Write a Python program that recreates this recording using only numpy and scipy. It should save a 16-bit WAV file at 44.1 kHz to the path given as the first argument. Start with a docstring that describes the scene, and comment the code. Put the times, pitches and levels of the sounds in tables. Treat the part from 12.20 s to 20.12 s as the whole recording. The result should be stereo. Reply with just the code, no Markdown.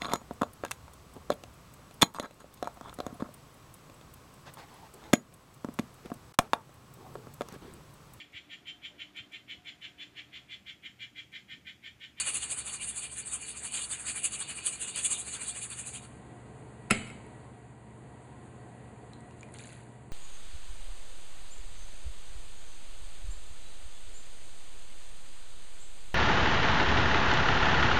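"""A pressure cooker's weight rocks on its vent 11 to 14 times a second; noise jets pulse as wet puffs, then fade.
A flip cap then creaks and snaps open: slips excite its damped modes, and the bottle answers with a soft thump.
Last, liquid is poured into a steel spoon and tipped onto meat in a glass bowl: ringing bubbles and pattering noise.
Fan noise and motor tones of a small kitchen run throughout, heard by a phone's two microphone ports."""
import sys
import numpy as np
from scipy import signal
from scipy.fft import rfft, irfft
from scipy.io import wavfile

SR = 44100
rng = np.random.default_rng(int(sys.argv[2]) if len(sys.argv) > 2 else 0)


def store_wav(level_fs):
    """Save 16-bit WAV to argv[1]."""
    pcm = np.round(np.clip(np.atleast_2d(level_fs), -1, 1) * 32767)
    wavfile.write(sys.argv[1], SR, pcm.T.astype(np.int16))


N = 349272
T, HZ = np.arange(N) / SR, np.fft.rfftfreq(N, 1 / SR)
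SIDES = np.array([[1], [-1]])  # left, right
TOP_HZ = 11900

# steam at a lift: start_s, flow_db, wetness_db (body over hiss), lean_db (extra opening to one side)
PRESSURE = [(0, -26.5, -5, -2), (0.33, -35, -5, 2), (0.46, -36.5, -3, -0.5), (0.74, -35.5, -6.5, 2),
            (0.95, -39.5, -8.5, -2.5), (1.4, -37, -9.5, -2), (1.55, -33.5, -7, 1.5), (1.79, -37, -7.5, 4.5),
            (1.9, -34, -2, 2.5), (2.15, -36.5, -4, 0), (2.6, -35.5, -8, -1), (3.1, -37, -6.5, 1),
            (3.3, -36.5, -7.5, 1.5), (3.76, -40.5, -3, -0.5), (3.85, -52.5, -4, 0.5)]
# runs of liquid into the spoon, over its rim, onto the meat: start_s, rel_level_db, hold_s, t60_s
RUNS = [(6.449, -80, 0.65, 0.2), (7.164, -66.5, 0.066, 0.35), (7.332, -52, 0.0067, 0.33),
        (7.381, -53, 0.11, 0.8)]


def steam(hiss_db=-0.14, body_db=-0.14, gurgle_db=-18.5, gurgle_follow=0.74, froth_db=-6, spit_db=5):
    """Each lift of the weight opens the jet; water caught in the gap froths, spits and gurgles."""
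    # leak between lifts: time_s, rel_hiss_db, rel_body_db
    leak = [(0, -60, -51.5), (3.2, -73, -51.5), (3.85, -60, -64), (4.05, -74, -76)]
    # weight jumps high or hangs open: peak_s, rel_hiss_db, rel_body_db, half_length_s
    gushes = [(0.697, -38, -45, 0.013), (1.142, -36.5, -44, 0.018), (1.586, -38, -39, 0.029),
              (1.87, -42, -44, 0.015), (2.053, -26, -34, 0.01), (2.472, -30, -36, 0.013),
              (2.782, -33, -34.5, 0.018), (2.857, -26, -36, 0.011), (2.924, -27, -36.5, 0.016)]
    # jet colours: freq_hz, rel_level_db
    hiss_outline = [(3300, -37), (4600, -15), (5400, -2), (6700, 2), (7300, 2.5), (8500, 6.5), (10000, 2),
                    (11400, -2), (12000, -26)]
    body_outline = [(1500, -13.5), (2100, -10), (2450, 3.5), (3200, 0.5), (3900, -1), (4600, -4.5),
                    (5500, 4.5), (7000, -38)]
    gurgle_outline = [(150, -21.5), (400, -7.5), (700, -4), (1200, 2.5), (1900, 1.5), (2600, 1),
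                      (4000, -52.5)]
    # resonances of vent and weight: freq_hz, width_hz, rel_level_db
    vent_peaks = [(2396, 50, 5.5), (2871, 46, 9.5), (3340, 38, -1), (3570, 95, -2), (4484, 25.5, 18.5),
                  (4940, 29, 10), (6630, 34, -8)]
    # stereo balance: freq_hz, left_minus_right_db
    steam_pan = [(400, 2.5), (1100, -1.5), (2300, -5), (2900, -3.5), (3600, 1), (4500, 1), (6000, 0)]
    # sharp spits at the start of a lift: start_s, rel_level_db
    spit_hits = [(0.145, -19), (1.522, -24), (1.965, -33), (2.044, -16), (2.123, -27), (2.4625, -13),
                 (2.468, -14), (2.76, -19), (2.847, -26), (3.503, -26), (3.671, -26)]
    # spit colour: freq_hz, rel_level_db
    spit_outline = [(400, -11), (1300, -12), (2700, -21), (4500, -36), (7000, 2), (9000, 3), (10500, 12),
                    (12000, -7)]
    open_share, shut_share = 0.88, 1.08  # a puff rises faster than it dies: flanks as shares of half-length

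    hiss_power = amp(curve(leak)) ** 2
    body_power = amp(curve(leak, axis=2)) ** 2
    for peak_s, high_db, low_db, half_s in lifts() + list(gushes):
        flank_s = half_s * np.where(T < peak_s, open_share, shut_share)
        opening = 1 / np.cosh(np.clip((T - peak_s) / flank_s, -20, 20))
        hiss_power = hiss_power + (amp(high_db) * opening) ** 2
        body_power = body_power + (amp(low_db) * opening) ** 2

    jet_noise = spread(fizz(rate_hz=2700, scatter_db=2.0, smooth_db=0.0), steam_pan)
    jet = unit(colour(jet_noise, hiss_outline, vent_peaks))
    vent_noise = spread(fizz(rate_hz=900, scatter_db=2.5, smooth_db=0.5), steam_pan)
    vent = unit(colour(vent_noise, body_outline, vent_peaks))
    water_noise = spread(fizz(rate_hz=500, scatter_db=1.0, smooth_db=1.5), steam_pan)
    water = unit(colour(water_noise, gurgle_outline))
    bubbles = froth((0, leak[-1][0]), low_hz=2302, high_hz=6920, cycles=297, scatter_db=18, count=900)
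    foam = spread(bubbles, steam_pan)

    hiss = amp(hiss_db) * jet * hiss_power ** .5
    body = (amp(body_db) * vent + amp(froth_db) * foam) * body_power ** .5
    # the low gurgle swells less than the jet does
    gurgle = amp(gurgle_db) * water * body_power ** (gurgle_follow / 2)
    spits = ring(strikes(*np.transpose(spit_hits)), burst(0.013, spit_outline))
    # the changing shape of the gap keeps puffs from sharing a colour
    return flutter(hiss + body + gurgle, depth_db=3.5, rate_hz=28) + amp(spit_db) * spits


def lifts(uneven_db=0.48):
    """One puff per lift, following steam flow and wetness: peak_s, hiss_db, body_db, half_length_s."""
    half_s = 0.017  # widest to 65% open, before the flanks are skewed
    peak_s, side = lift_times()
    at_s, *columns = np.transpose(PRESSURE)
    flow_db, wet_db, lean_db = (np.interp(peak_s, at_s, column) for column in columns)
    hiss_db = flow_db + side * lean_db + uneven_db * rng.standard_normal(len(peak_s))
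    return [(s, db, db + wet, half_s) for s, db, wet in zip(peak_s, hiss_db, wet_db)]


def lift_times():
    """Moments at which the rocking weight is widest open, and the side (+1 or -1) it tips to."""
    # rocking of the weight: time_s, lift_rate_hz
    rocking = [(0.0, 13.32), (0.3, 12.46), (0.55, 13.36), (1.25, 13.42), (1.5, 10.84), (1.75, 12.06),
               (2.1, 12.26), (2.4, 12.26), (2.9, 13.43), (3.3, 13.68), (3.8, 12.13)]
    first_lift_s = 0.005
    # the weight slowly circles the vent: lifts to one side come early, to the other late
    limp_s, circling_s = 0.0075, 3.87
    rocking_s = T[T < PRESSURE[-1][0]]
    turns = np.cumsum(curve(rocking)[:len(rocking_s)]) / SR
    k = np.arange(int(turns[-1]) + 1)
    even_s = np.interp(k, turns, rocking_s) + first_lift_s
    side = (-1) ** k
    return even_s + side * limp_s * np.sin(2 * np.pi * even_s / circling_s), side


def flutter(x, depth_db, rate_hz, count=14):
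    """Turbulence: each stretch of the spectrum rises and falls on its own."""
    spectrum, out = rfft(x), 0
    place = np.minimum(np.sqrt(HZ / TOP_HZ), 1) * (count - 1)
    for k, steps in enumerate(rng.standard_normal((count, 1000))):
        band = irfft(spectrum * np.maximum(1 - abs(place - k), 0), N)
        wander = np.interp(T * rate_hz, np.arange(len(steps)), steps)
        out = out + band * amp(depth_db * wander)
    return out


def cap(crack_db=-2, crack_t60_s=0.0058, push_s=0.0018, thud_db=-7,
        plastic_wet_db=-20, crack_wet_db=7, thump_wet_db=-11, thud_wet_db=-5):
    """The plastic cap cracks free and rings; the released bottle answers with a soft thump."""
    # the cap creaks, lets go and swings back: start_s, rel_ring_db, rel_crack_db
    snaps = [(4.7025, -15, -47), (4.7058, -9.5, -40), (4.7088, 4.5, -38), (4.7101, -36, 0),
             (4.7128, -4.5, -15), (4.7485, -22, -30), (4.869, -34, -42), (4.876, -30, -35),
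             (4.885, -36, -36), (4.901, -29, -38), (5.065, -55, -39)]
    # modes of cap and bottle: freq_hz, rel_level_db, t60_s, left_minus_right_db
    cap_modes = [(732, -30, 0.064, 2), (1060, -46, 0.034, -20), (1370, -18, 0.042, -13),
                 (1770, -32, 0.027, -2), (1900, -27, 0.031, 11), (2156, -15, 0.052, -10.5),
                 (2520, -20.5, 0.029, -13), (2770, -24.5, 0.02, 10.5), (3660, -37, 0.0088, -19),
                 (4300, -27, 0.029, 4), (5070, -26.5, 0.069, -5.5), (5460, -40, .02, 19),
                 (7800, -36, 0.055, 12)]
    bottle_modes = [(130, -46, 0.11, 0), (209, -14.5, 0.031, 0), (227.6, -31, 0.28, 1),
                    (284, -41, 0.06, 0.89), (343, -47, .08, 1), (400, -29, 0.18, 1), (507, -49, 0.049, 1)]
    # colour of the crack: freq_hz, rel_level_db
    crack_outline = [(500, -4), (1300, -3.5), (2300, 4.5), (3000, -3), (3700, -14), (5400, -12),
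                     (6800, -16), (7800, -6), (8800, -7), (10000, 6), (10800, 12.5), (12000, -17)]
    # hand and worktop under the bottle: freq_hz, rel_level_db
    thud_outline = [(35, -32), (90, -17), (160, 3), (260, -4), (400, -5.5), (700, 2), (1500, -25.5)]
    thump_s = 4.7135

    snap_s, ring_db, slip_db = np.transpose(snaps)
    slips = strikes(snap_s, slip_db + crack_db)
    crack = ring(slips, burst(crack_t60_s, crack_outline))
    plastic = ring(strikes(snap_s, ring_db), modes(cap_modes))
    push = np.sin(np.pi * np.clip((T - thump_s) / push_s + .5, 0, 1)) ** 2
    push = push / push.sum()
    thump = ring(push, modes(bottle_modes))
    thud = amp(thud_db) * ring(push, burst(0.052, thud_outline))
    # each part sends its own share into the room; heard from all sides, the crack has a smooth colour
    high = amp(plastic_wet_db) * plastic + amp(crack_wet_db) * colour(slips, crack_outline)
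    low = amp(thump_wet_db) * thump + amp(thud_wet_db) * thud
    return plastic + crack + thump + thud + kitchen(high + low, wet_db=3.0)


def pour(drop_db=-1, tick_db=-7, flow_db=-2, bubbles_db=1):
    """Drops tick and ring in the spoon; the spill patters over the meat in tiny bubbles."""
    # drops and bubbles: start_s, rel_level_db, initial_pitch_hz
    drop_list = [(6.934, -31.5, 3980), (7.0065, -44.5, 8090), (7.11, -37, 2800), (7.1955, -48, 7890),
                 (7.2094, -38, 6800), (7.231, -27.5, 2350), (7.2877, -43, 2000), (7.3226, -43, 10200),
                 (7.3416, -34, 8400), (7.3872, -23.5, 5350), (7.439, -36, 6700), (7.472, -36, 7200),
                 (7.4917, -33, 2660), (7.5287, -38, 8510)]
    # splash colour: freq_hz, rel_level_db
    splash_outline = [(600, -17), (1500, 1), (3000, -4), (4200, -1), (5500, 5), (8500, -3.5), (10500, 4),
                      (12000, -11.5)]

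    drops = np.zeros(N + SR)
    for start_s, level_db, hz in drop_list:
        drops[int(start_s * SR):][:SR // 20] += amp(level_db + drop_db) * bubble(hz, cycles=48)
    hit_s, hit_db, _ = np.transpose(drop_list)
    ticks = ring(strikes(hit_s, hit_db + tick_db), burst(0.004, splash_outline))
    span_s = (RUNS[0][0], T[-1])
    foam = spread(froth(span_s, low_hz=1400, high_hz=10100, cycles=30, scatter_db=11.0, count=1600))
    patter_noise = spread(fizz(rate_hz=1200, scatter_db=4.5, smooth_db=-8))
    patter = unit(colour(patter_noise, splash_outline))
    running = (patter + amp(bubbles_db) * foam) * amp(flow_db) * flow()
    liquid = running + drops[:N] + ticks
    return liquid + kitchen(liquid, wet_db=-19)


def flow():
    """Gain of the running liquid: each run starts quickly, holds and dribbles out."""
    attack_s, gain = 0.0072, 0
    for start_s, level_db, hold_s, t60_s in RUNS:
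        attack = np.clip((T - start_s) / attack_s, 0, 1)
        dribble = fade(np.maximum(T - start_s - attack_s - hold_s, 0), t60_s)
        gain = gain + amp(level_db) * attack * dribble
    return gain


def bubble(hz, cycles, glide=0.065):
    """A trapped bubble's pitch rises as it decays by 60 dB over the given cycles; cut at 50 ms."""
    t, t60_s = T[:SR // 20], cycles / hz
    phase = hz * (t + glide * t * np.minimum(t / t60_s, 1))
    return np.sin(2 * np.pi * phase) * fade(t, t60_s)


def froth(span_s, low_hz, high_hz, cycles, scatter_db, count):
    """Bubbles of all sizes burst at random through a span of time; rms 1 there."""
    out = np.zeros((2, N + SR))
    length_s = span_s[1] - span_s[0]
    for k, (when, pitch, size) in enumerate(rng.random((count, 3))):
        start = int((span_s[0] + when * length_s) * SR)
        hz = low_hz * (high_hz / low_hz) ** pitch
        out[k % 2, start:][:SR // 20] += amp(scatter_db * size) * bubble(hz, cycles)
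    return unit(out[:, :N]) * np.sqrt(length_s / T[-1])


def appliances():
    """Fan noise and beating motor tones, whose balance shifts from beside the hob to beside the bowl."""
    # fan and air: freq_hz, rel_density_db_per_hz
    fan_outline = [(25, -100), (45, -87.5), (80, -74.5), (130, -76.5), (220, -76), (400, -79), (570, -82),
                   (740, -80), (1050, -86), (1300, -89), (2100, -93), (3800, -103), (8500, -105),
                   (11500, -111)]
    # fan resonances: freq_hz, width_hz, rel_level_db
    fan_peaks = [(413, 5.2, -31), (438.7, 4.2, 10), (718, 8.4, 8), (949, 12, 7.5), (1055, 15, 5.5),
                 (1564, 8.5, 7), (1933, 37, 7.5)]
    # fan gain: time_s, gain_db
    fan_level = [(0, -11), (3, -6), (3.5, -8), (4, -1), (4.6, -1), (5.2, -0.5), (5.55, -5), (5.9, -2),
                 (6.5, -1.5), (7.3, -2), (7.9, -5)]
    # stereo balance: freq_hz, left_minus_right_db
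    fan_pan = [(100, 7.5), (420, 3), (900, 0.5)]
    # mains and motor tones: freq_hz, hob_rms_db, bowl_rms_db
    hum_tones = [(52.7, -75, -76), (66.5, -65.5, -68), (70.7, -65.5, -68), (119.7, -64, -54.5),
                 (136.2, -69, -61), (153, -94, -77), (202, -68.5, -69), (219.6, -81, -64.5),
                 (243.3, -71.5, -76)]

    noise = spread(rng.standard_normal((2, N)), fan_pan)
    air = colour(noise, fan_outline, fan_peaks) * np.sqrt(SR / 2)
    moved = np.interp(T, [3, 3.9], [0, 1])
    hum = 0
    for hz, hob_db, bowl_db in hum_tones:
        gain = amp(hob_db) * (1 - moved) + amp(bowl_db) * moved
        hum = hum + gain * np.sin(2 * np.pi * (hz * T + rng.random()))
    return air * amp(curve(fan_level)) + np.sqrt(2) * hum


def kitchen(x, wet_db, t60_s=0.67, early_db=5, early_t60_s=0.11):
    """The room's answer: quick reflections off the worktop, then the tail."""
    # wall colour: freq_hz, rel_level_db
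    walls = [(100, 8.5), (300, 4), (900, 0), (2300, 4.5), (4000, 9), (8000, 3), (11000, -23)]
    decay = (fade(T, t60_s) + amp(early_db) * fade(T, early_t60_s)) * (1 - fade(T, 0.004))
    tail = colour(spread(rng.standard_normal((2, N))) * decay, walls)[:, :SR]
    return amp(wet_db) * ring(x.mean(0), tail / np.sqrt(np.sum(tail ** 2) / 2))


def spread(pair, pan=((1000, 0),)):
    """Two unrelated signals become left and right, as alike as the ports hear them."""
    # channel likeness: freq_hz, likeness_0_to_1
    likeness = [(250, 0.93), (550, 0.5), (1100, 0.22), (2000, 0.062), (4300, 0.33), (5000, 1), (5800, 1),
                (6600, 0.87), (7500, 1), (9700, 0.98), (10400, 0.89), (10900, 0.99)]
    alike = np.clip(over_hz(likeness), 0, 1)
    mid, side = rfft(pair)
    both = mid * np.sqrt((1 + alike) / 2) + SIDES * side * np.sqrt((1 - alike) / 2)
    return irfft(both * amp(SIDES * over_hz(pan) / 2), N)


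def fizz(rate_hz, scatter_db, smooth_db):
    """Two streams of tiny bursts of uneven size over smooth noise."""
    sizes = amp(scatter_db * np.minimum(rng.exponential(size=(2, N)), 5))
    bursts = (rng.random((2, N)) < rate_hz / SR) * rng.choice([-1, 1], (2, N)) * sizes
    return unit(unit(bursts) + amp(smooth_db) * rng.standard_normal((2, N)))


def burst(t60_s, points):
    """A short coloured crack of decaying noise, scaled to fixed energy."""
    crack = colour(spread(rng.standard_normal((2, N))) * fade(T, t60_s), points)[:, :SR // 10]
    return crack / np.sqrt(np.sum(crack ** 2) / 10)


def modes(table):
    """Two-channel impulse response of a body's damped modes."""
    t, out = T[:SR // 2], 0
    for hz, level_db, t60_s, pan_db in table:
        out = out + amp(level_db + SIDES * pan_db / 2) * np.cos(2 * np.pi * hz * t) * fade(t, t60_s)
    return out


def strikes(times_s, levels_db):
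    """One impulse for each blow."""
    return np.bincount((np.asarray(times_s) * SR).astype(int), amp(levels_db), N)[:N]


def ring(force, response):
    """Pass a force through a two-channel impulse response."""
    return signal.fftconvolve(np.atleast_2d(force), response, axes=1)[:, :N]


def colour(x, points, peaks=()):
    """Causal minimum-phase filter from a (Hz, dB) outline, with resonances standing on it."""
    lift = 1 + sum(amp(db) / (1 + (2 * (HZ - hz) / width_hz) ** 2) for hz, width_hz, db in peaks)
    cepstrum = irfft(np.log(amp(over_hz(points)) * lift), N)
    # fold the cepstrum onto positive time
    cepstrum[1:N // 2] *= 2
    cepstrum[N // 2 + 1:] = 0
    return irfft(rfft(x) * np.exp(rfft(cepstrum)), N)


def over_hz(points):
    """Points joined on a log-frequency axis."""
    hz, value = np.transpose(points)
    return np.interp(np.log(HZ + 1), np.log(hz), value)


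def curve(rows, axis=1):
    """One column of a table, joined by straight lines in time."""
    return np.interp(T, *np.transpose(rows)[[0, axis]])


def fade(t, t60_s):
    """Exponential decay, 60 dB down after t60_s."""
    return np.exp(-np.log(1000) * t / t60_s)


def amp(db):
    """Decibels to gain."""
    return 10 ** (np.asarray(db) / 20)


def unit(x):
    """Scale to rms 1."""
    return x / np.sqrt(np.mean(x ** 2))


def scene():
    """Cooker, bottle cap and pouring over the kitchen's hum."""
    return steam() + cap() + pour() + appliances()


def record(dry):
    """The phone's two ports turn the phase between channels; peaks are rounded and the top is cut."""
    # phase between ports: freq_hz, left_lead_rad
    port_phase = [(300, 0), (900, -2), (2400, -2.6), (3300, -3.1), (4200, -4), (4800, -3.2), (5400, -3.14),
                  (6200, -2.9), (7100, -.2), (9900, .1), (10800, 3.1)]
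    ceiling = .8
    turned = irfft(rfft(dry) * np.exp(.5j * SIDES * over_hz(port_phase)), N)
    rounded = ceiling * np.tanh(turned / ceiling)
    return signal.sosfilt(signal.ellip(10, .2, 70, TOP_HZ, fs=SR, output="sos"), rounded)


dry = scene()
out = record(dry)
store_wav(out)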